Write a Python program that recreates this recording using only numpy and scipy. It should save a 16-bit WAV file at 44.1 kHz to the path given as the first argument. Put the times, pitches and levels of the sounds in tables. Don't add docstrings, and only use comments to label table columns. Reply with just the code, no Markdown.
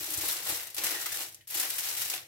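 import sys
import numpy as np
from scipy import signal
from scipy.fft import rfft, irfft, next_fast_len
from scipy.io import wavfile
from scipy.ndimage import uniform_filter1d

SR = 44100
rng = np.random.default_rng(int(sys.argv[2]) if len(sys.argv) > 2 else 0)


def volts_from_db(level):
    exponent = np.asarray(level, float) / 20
    return 10 ** exponent


def digitize_waveform(pressure):
    field = np.atleast_2d(pressure).T
    bounded = np.clip(field, -1, 1)
    quanta = np.round(bounded * 32767).astype(np.int16)
    wavfile.write(sys.argv[1], SR, quanta)


N = 100239
PAD = next_fast_len(N + 30000)
HZ = np.arange(PAD // 2 + 1) * SR / PAD + 1e-3

# pitch_hz, level_db (per Hz)
HUM_COLOUR = [(18, -32), (55, -8), (139, 0.5), (205, -18), (320, -22), (1050, -45), (1860, -15),
              (16000, -51)]
# start_s, level_db, length_s
BOARD_SHIFTS = [
    (0.014, -62.5, 0.034),
    (0.123, -64, 0.028),
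    (0.246, -56.5, .05),
    (0.314, -66, .03),
    (0.48, -58, 0.042),
    (0.537, -64, 0.075),
    (0.867, -62, 0.085),
    (1.18, -63.5, 0.056),
    (1.56, -67.5, 0.053),
    (2.056, -69, 0.055),
]
# pitch_hz, level_db (per Hz)
SHIFT_COLOUR = [(20, -13), (50, -5.5), (110, -7), (190, 2), (260, -7), (480, 8.5), (700, -52)]
# start_s, peak_db, board_share_db
KNOCKS_BY_HAND = [(0.009, -46, -9), (0.078, -45, -20), (0.109, -43.5, -12), (0.172, -42, 1),
                  (0.195, -46.5, -20), (0.226, -42.5, -10), (0.491, -40.5, -9), (0.515, -50, 6),
                  (0.778, -46.5, -10), (0.835, -44, -7), (0.913, -44.5, -30), (0.95, -44.5, -25),
                  (1.123, -64.5, 9), (1.189, -50, -14), (1.39, -68, -15), (1.554, -49, -8), (2.051, -66, 3),
                  (2.147, -64, -15)]
# pitch_hz, level_db, fade_by_60db_s
BOARD_TONES = [(95.3, 6.5, 0.087), (58, -2, 0.13), (166, -1.5, 0.052)]
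# pitch_hz, level_db, fade_by_60db_s
DISH_TONES = [(307, -4.5, 0.19), (349, -6, 0.17), (416.5, -9, 0.39), (605, -11, 0.18), (805, -5.5, 0.039)]
# start_s, level_db, pitch_hz, fade_by_60db_s
RIM_RINGS = [(.947, -38, 1950, 0.073), (.955, -41.5, 1850, .35), (1.011, -44.5, 1890, 0.076),
             (1.058, -36, 1250, 0.063), (1.063, -36, 1990, 0.049), (1.118, -43, 1790, .1),
             (1.144, -39, 1770, .06), (1.41, -58, 2980, 0.046), (1.409, -59, 1870, 0.07),
             (2.136, -38, 747, 0.073), (2.134, -32, 2490, 0.035)]
# start_s, peak_db
LONE_SNAPS = [(.2895, -16), (.3677, -12), (.4635, -20), (.898, -16), (1.016, -18), (1.4735, -25),
              (1.504, -22), (1.8385, -17), (1.867, -17), (2.1, -13), (2.138, -17)]
# time_s, crackle_db, brightness_db_per_octave
HAND_PRESSURE = [
    [(0, -40, 1), (.16, -45, 0), (.2, -40.5, -0.5), (.38, -43.5, -1.5), (.45, -43.5, 0), (.6, -46.5, -1),
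     (.742, -57, -2)],
    [(.743, -48, -2), (.76, -51, 1), (.83, -40.5, -2), (.95, -43, -1), (1.04, -44.5, -0.5),
     (1.2, -43, -0.5), (1.3, -63, -3), (1.38, -70.5, -4), (1.471, -79, -2)],
    [(1.472, -57, 2), (1.54, -46, -1), (1.64, -39, -1), (1.68, -44, -.5), (1.75, -41, 0.5),
     (2.01, -40.5, 0.5), (2.16, -44.5, 0), (2.27, -63.5, -4)],
]
# start_s, peak_db, low_body_db, fade_s
FIRST_FOLDS = [(0.0523, -47, -31, 0.013), (0.0744, -48, -21, 0.013), (0.1034, -22, -26, 0.036),
               (0.135, -18, -23, 0.017), (0.174, -20.5, -33, 0.022), (0.208, -22, -23.5, 0.063),
               (0.2394, -22.5, -24, 0.13), (0.2844, -14, -22, 0.035), (0.3182, -17, -24, 0.014),
               (0.3647, -29, -18.5, 0.0083), (0.3854, -25, -15.5, 0.014), (0.4429, -26.5, -21, 0.051),
               (0.4654, -20.5, -18.5, 0.062), (0.488, -17.5, -23, 0.051), (0.541, -21, -20.5, 0.054),
               (0.6094, -26, -25, 0.034), (0.6694, -23.5, -21.5, 0.0059), (0.7008, -32, -35, 0.01),
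               (0.7445, -24, -28, 0.008), (0.7653, -19, -22, 0.013), (0.7786, -17.5, -19.5, 0.019),
               (0.836, -12.5, -21, 0.038), (0.8667, -21, -14, 0.013), (0.898, -22, -18, 0.086),
               (0.9444, -23.5, -12, 0.0098), (1.0125, -24, -20.5, 0.032), (1.058, -17, -22.5, 0.012),
               (1.118, -21.5, -24.5, 0.053), (1.1456, -25.5, -18, 0.046), (1.2, -22, -20.5, 0.052)]
# start_s, peak_db, low_body_db, fade_s
SECOND_FOLDS = [(1.474, -30.5, -27.5, 0.023), (1.501, -24, -22.5, 0.037), (1.5424, -19.5, -24.5, 0.089),
                (1.5694, -20, -21.5, 0.04), (1.597, -17.5, -24, 0.032), (1.6294, -22, -19, 0.019),
                (1.7007, -11.5, -26.5, 0.0064), (1.7815, -16, -22, 0.02), (1.8044, -30, -30, 0.018),
                (1.8372, -23, -19, 0.053), (1.8854, -21, -24, 0.013), (1.9124, -33, -26, 0.0088),
                (1.9664, -23, -21.5, 0.086), (2.015, -20.5, -22, 0.019), (2.0494, -20.5, -23, 0.013),
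                (2.0984, -15.5, -26, 0.0099), (2.1104, -25, -18, 0.041), (2.137, -17, -17.5, 0.011),
                (2.1474, -25, -25, 0.016), (2.1764, -43, -23, 0.013)]
# start_s, peak_db, pitch_hz, fade_s
BRIGHT_CRACKS = [(0.174, -10, 11000, 0.0044), (.2105, -22, 5000, .004), (0.28, -13, 13000, .01),
                 (.2875, -12, 7500, 0.0036), (.3195, -18, 12000, 0.005), (0.3664, -8, 6000, .002),
                 (0.462, -10, 900, 0.0067), (.496, -6.5, 800, 0.012), (.49, -15, 12000, 0.019),
                 (0.234, -11.5, 1010, 0.013), (.784, -15, 2500, 0.0055), (.841, -19, 9050, 0.0052),
                 (.8695, -13, 8100, 0.0043), (.897, -17, 9000, .002), (1.0106, -18, 8900, 0.0045),
                 (1.06, -15, 1300, 0.0092), (1.2007, -16, 5000, .005), (1.504, -21, 11000, 0.0045),
                 (1.531, -25, 9000, .006), (1.5427, -14, 2800, 0.0047), (1.562, -16.5, 6000, .008),
                 (1.5985, -11, 11000, .004), (1.644, -20, 9000, 0.0065), (1.693, -28, 11000, 0.0044),
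                 (1.804, -14, 6040, 0.0045), (1.892, -18, 6000, .005), (2.0183, -13.5, 5970, .006),
                 (2.0983, -10, 5970, .003), (2.124, -26, 3500, 0.0027), (2.1355, -10.5, 2900, 0.0044),
                 (2.178, -16.5, 3020, 0.0038)]
# start_s, peak_db, pitch_hz, fade_s
RELAXING_CREASES = [
    (1.283, -35, 13000, 0.0073),
    (1.3224, -30, 8500, 0.0062),
    (1.345, -24, 7960, 0.0043),
    (1.4093, -33.5, 2750, .005),
    (1.4105, -45.5, 11000, 0.013),
]
# pitch_hz, level_db (per Hz)
FOIL_COLOUR = [(150, -32), (250, -15), (298, -9.5), (802, -4), (1080, -4.5), (1850, 0.5), (9660, 1),
               (12800, 4), (16000, -3)]
# pitch_hz, left_minus_right_db
PORT_COLOUR = [(60, 9), (110, -5.5), (200, 9), (380, 1.5), (700, 4), (1290, 1), (2380, 3.5), (4400, -0.5),
               (8120, 0), (15000, 8.5)]

HUM_DB, RUMBLE_DB = -68, 1.2
MAINS_HZ, MAINS_DB = 97.7, -71.5
ALIKE_HZ = 560
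WOBBLE = .006
SNAP_DB, SNAP_S = -1, .0004
SHIMMER_T60_S, SHIMMER_DB, LOW_LONGER = 0.039, 2, 0.64
CREASES, CREASE_DB, SPREAD_S = 9000, 5.5, .00012
SCATTER_DB, BIGGEST, CLUMP_DB = 1.5, 3.4, 1.0
COLOUR_OCT, COLOUR_DB, PATCH_DB = 1.75, 4, 0.86
BODY_DB, FOLD_DB, FOLD_RISE_S = -19.5, -10.5, 0.00053
CRACK_DB, FOLD_OCT, FOLD_WIDE_DB = 1, 1.25, -21
HOLLOW_HZ, HOLLOW_OCT, HOLLOW_DB, LIGHT_DB = 1150, .7, -13, -51
RATTLE_DB, RATTLE_WIDTH_HZ = 2, 16
ROOM_T60_S, ROOM_DB, ROOM_DELAY_S = 0.24, -7.5, 0.003
ROOM_DULL_HZ, ROOM_DIP_DB = 6400, -7
CEILING = .22


def unit(x):
    return x / np.sqrt(np.mean(x ** 2))


def colour(table, hz):
    pitch_hz, level_db = np.array(table).T
    return volts_from_db(np.interp(np.log(hz), np.log(pitch_hz), level_db))


def hue(hz, centre, octaves):
    return np.exp(-(np.log2(hz / centre) / octaves) ** 2)


def kitchen():
    mid, side = rfft(rng.standard_normal((2, PAD))) * colour(HUM_COLOUR, HZ)
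    side = side * np.clip(HZ / ALIKE_HZ, .3, 1)
    slow = uniform_filter1d(rng.standard_normal(N), size=3000)
    waver = unit(uniform_filter1d(slow, size=3000))
    rumble = unit(irfft(np.array([mid + side, mid - side]), PAD)[:, :N])
    mains = np.sin(2 * np.pi * MAINS_HZ * np.arange(N) / SR)
    return rumble * volts_from_db(HUM_DB + RUMBLE_DB * waver) + volts_from_db(MAINS_DB + waver) * mains


def walls():
    t = np.arange(30000) / SR - ROOM_DELAY_S
    fade = np.exp(-np.log(1000) * np.abs(t) / ROOM_T60_S) * np.clip(t * SR, 0, 1)
    echoes = rfft(rng.standard_normal((2, len(t))) * fade, PAD)
    echoes = echoes / np.sqrt(uniform_filter1d(np.abs(echoes) ** 2, size=400))
    dull = 1 / np.sqrt(1 + (HZ / ROOM_DULL_HZ) ** 2)
    return volts_from_db(ROOM_DB) * echoes * dull * volts_from_db(ROOM_DIP_DB * hue(HZ, HOLLOW_HZ, HOLLOW_OCT))


def handling():
    t = np.arange(N) / SR
    effort = sum(volts_from_db(db) * np.exp(-((t - start) / length) ** 2) for start, db, length in BOARD_SHIFTS)
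    rumble = irfft(rfft(rng.standard_normal(PAD)) * colour(SHIFT_COLOUR, HZ), PAD)[:N]
    return rfft(unit(rumble) * effort, PAD)


def ring(start, hz, t60, phase):
    t = np.clip(np.arange(N) / SR - start, 0, None)
    rise = -np.expm1(-t * hz)
    return np.sin(2 * np.pi * hz * t + phase) * np.exp(-np.log(1000) * t / t60) * rise


def knocks():
    phases = 2 * np.pi * rng.random((60, 8))
    drift = unit(uniform_filter1d(rng.standard_normal(N), size=300))
    unsteady = 2 * np.pi * WOBBLE * np.cumsum(drift) / SR
    out = sum(volts_from_db(db) * ring(start, hz, t60, unsteady * hz) for start, db, hz, t60 in RIM_RINGS)
    for (start, db, board_db), phase in zip(KNOCKS_BY_HAND, phases):
        for (hz, tone_db, t60), turn in zip(BOARD_TONES, phase):
            out = out + volts_from_db(db + board_db + tone_db) * ring(start, hz, t60, turn)
        for (hz, tone_db, t60), turn in zip(DISH_TONES, phase[3:]):
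            out = out + volts_from_db(db + tone_db) * ring(start, hz, t60, turn)
    return rfft(out * volts_from_db(np.array([[.2], [-.2]])), PAD)


def lone_snaps():
    t = np.arange(100) / SR
    snaps = np.zeros((2, PAD))
    bursts = rng.standard_normal((len(LONE_SNAPS), 2, len(t)))
    for (start, db), burst in zip(LONE_SNAPS, bursts):
        first = int(start * SR)
        snaps[:, first:first + len(t)] = volts_from_db(db + SNAP_DB) * np.sign(burst) * np.exp(-t / SNAP_S) / 2
    return rfft(snaps) * (HZ / 4000) / (1 + (HZ / 6000) ** 2)


def shimmer(snaps, hz):
    t60 = SHIMMER_T60_S * (6000 / hz) ** LOW_LONGER
    keep = np.exp(-2 * np.log(1000) / (t60 * SR))
    noise = rng.standard_normal((2, N))
    alike = 1 / (1 + (hz / ALIKE_HZ) ** 2)
    noise[1] = alike * noise[0] + np.sqrt(1 - alike ** 2) * noise[1]
    return noise * np.sqrt(signal.lfilter([1 - keep], [1, -keep], snaps ** 2))


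def foil():
    press_s, *press_rows = np.concatenate(HAND_PRESSURE).T
    events = np.array(FIRST_FOLDS + SECOND_FOLDS + BRIGHT_CRACKS + RELAXING_CREASES).T
    start, peak_db, body_or_hz, fade = events
    plain = len(FIRST_FOLDS + SECOND_FOLDS)
    when, rarity, sign, place, tint = rng.random((CREASES, 5)).T
    t = when * N / SR
    clump_db = CLUMP_DB * rng.standard_normal(500)[(t * 200).astype(int)]
    size_db = SCATTER_DB * np.minimum(-np.log(rarity), BIGGEST) + clump_db
    size = volts_from_db(size_db) * np.sign(sign - .5)
    size /= np.sqrt(np.mean(size ** 2) * len(t) / N)
    age = np.clip(t[:, None] - start, 0, None)
    swell = -np.expm1(-age / FOLD_RISE_S) * np.exp(-age / np.clip(fade, .002, 1))
    bed_db, tilt = (np.interp(t, press_s, row) for row in press_rows)
    lag = SPREAD_S * (2 * place - 1)
    crease_hz = 400 * 40 ** tint
    out = 0
    for hz in 250 * 2 ** np.arange(0, 6.1, .5):
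        body = (body_or_hz[:plain] - BODY_DB) * np.clip(np.log2(6000 / hz) / 1.6, -.2, 1.2)
        bright = CRACK_DB + FOLD_WIDE_DB * (1 - hue(hz, body_or_hz[plain:], FOLD_OCT))
        event_db = peak_db + FOLD_DB + np.r_[body, bright]
        light = np.clip((LIGHT_DB - bed_db) / 8, 0, 1)
        hollow = HOLLOW_DB * hue(hz, HOLLOW_HZ, HOLLOW_OCT) * light
        rustle_db = bed_db + CREASE_DB + tilt * np.log2(hz / 6000) + hollow
        power = volts_from_db(2 * rustle_db) + swell ** 2 @ volts_from_db(2 * event_db)
        gain = size * np.sqrt(power) * volts_from_db(COLOUR_DB * (2 * hue(hz, crease_hz, COLOUR_OCT) - 1))
        gain *= volts_from_db(PATCH_DB * np.interp(t * 60, np.arange(140), rng.standard_normal(140)))
        ears = []
        for side in (1, -1):
            sample = np.clip((t + side * lag) * SR, 0, N - 1).astype(int)
            ears.append(np.bincount(sample, gain, N))
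        ears = ears + volts_from_db(SHIMMER_DB) * shimmer(np.array(ears), hz)
        band = np.clip(1 - np.abs(2 * np.log2(HZ / hz)), 0, 1)
        out = out + rfft(ears, PAD) * band
    dish = sum(volts_from_db(db + RATTLE_DB) / (1 + 2j * (HZ - hz) / RATTLE_WIDTH_HZ) for hz, db, _ in DISH_TONES)
    return out * colour(FOIL_COLOUR, HZ) * (1 + dish) / np.sqrt(1 + volts_from_db(2 * SHIMMER_DB))


def scene():
    near = foil() + lone_snaps() + knocks() + handling()
    return irfft(near * (1 + walls()), PAD)[:, :N] + kitchen()


def top_cut(x):
    return signal.sosfilt(signal.butter(12, 16500, fs=SR, output="sos"), x)


def record(dry):
    rounded = CEILING * np.tanh(dry / CEILING)
    ports = colour(PORT_COLOUR, np.clip(HZ, 30, None)) ** np.array([[.5], [-.5]])
    ports = ports * np.clip((16200 - HZ) / 500, 0, 1) / (1 + (45 / HZ) ** 4)
    mix = irfft(rfft(rounded, PAD) * ports, PAD)[:, :N]
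    return top_cut(mix)


dry = scene()
out = record(dry)
digitize_waveform(out)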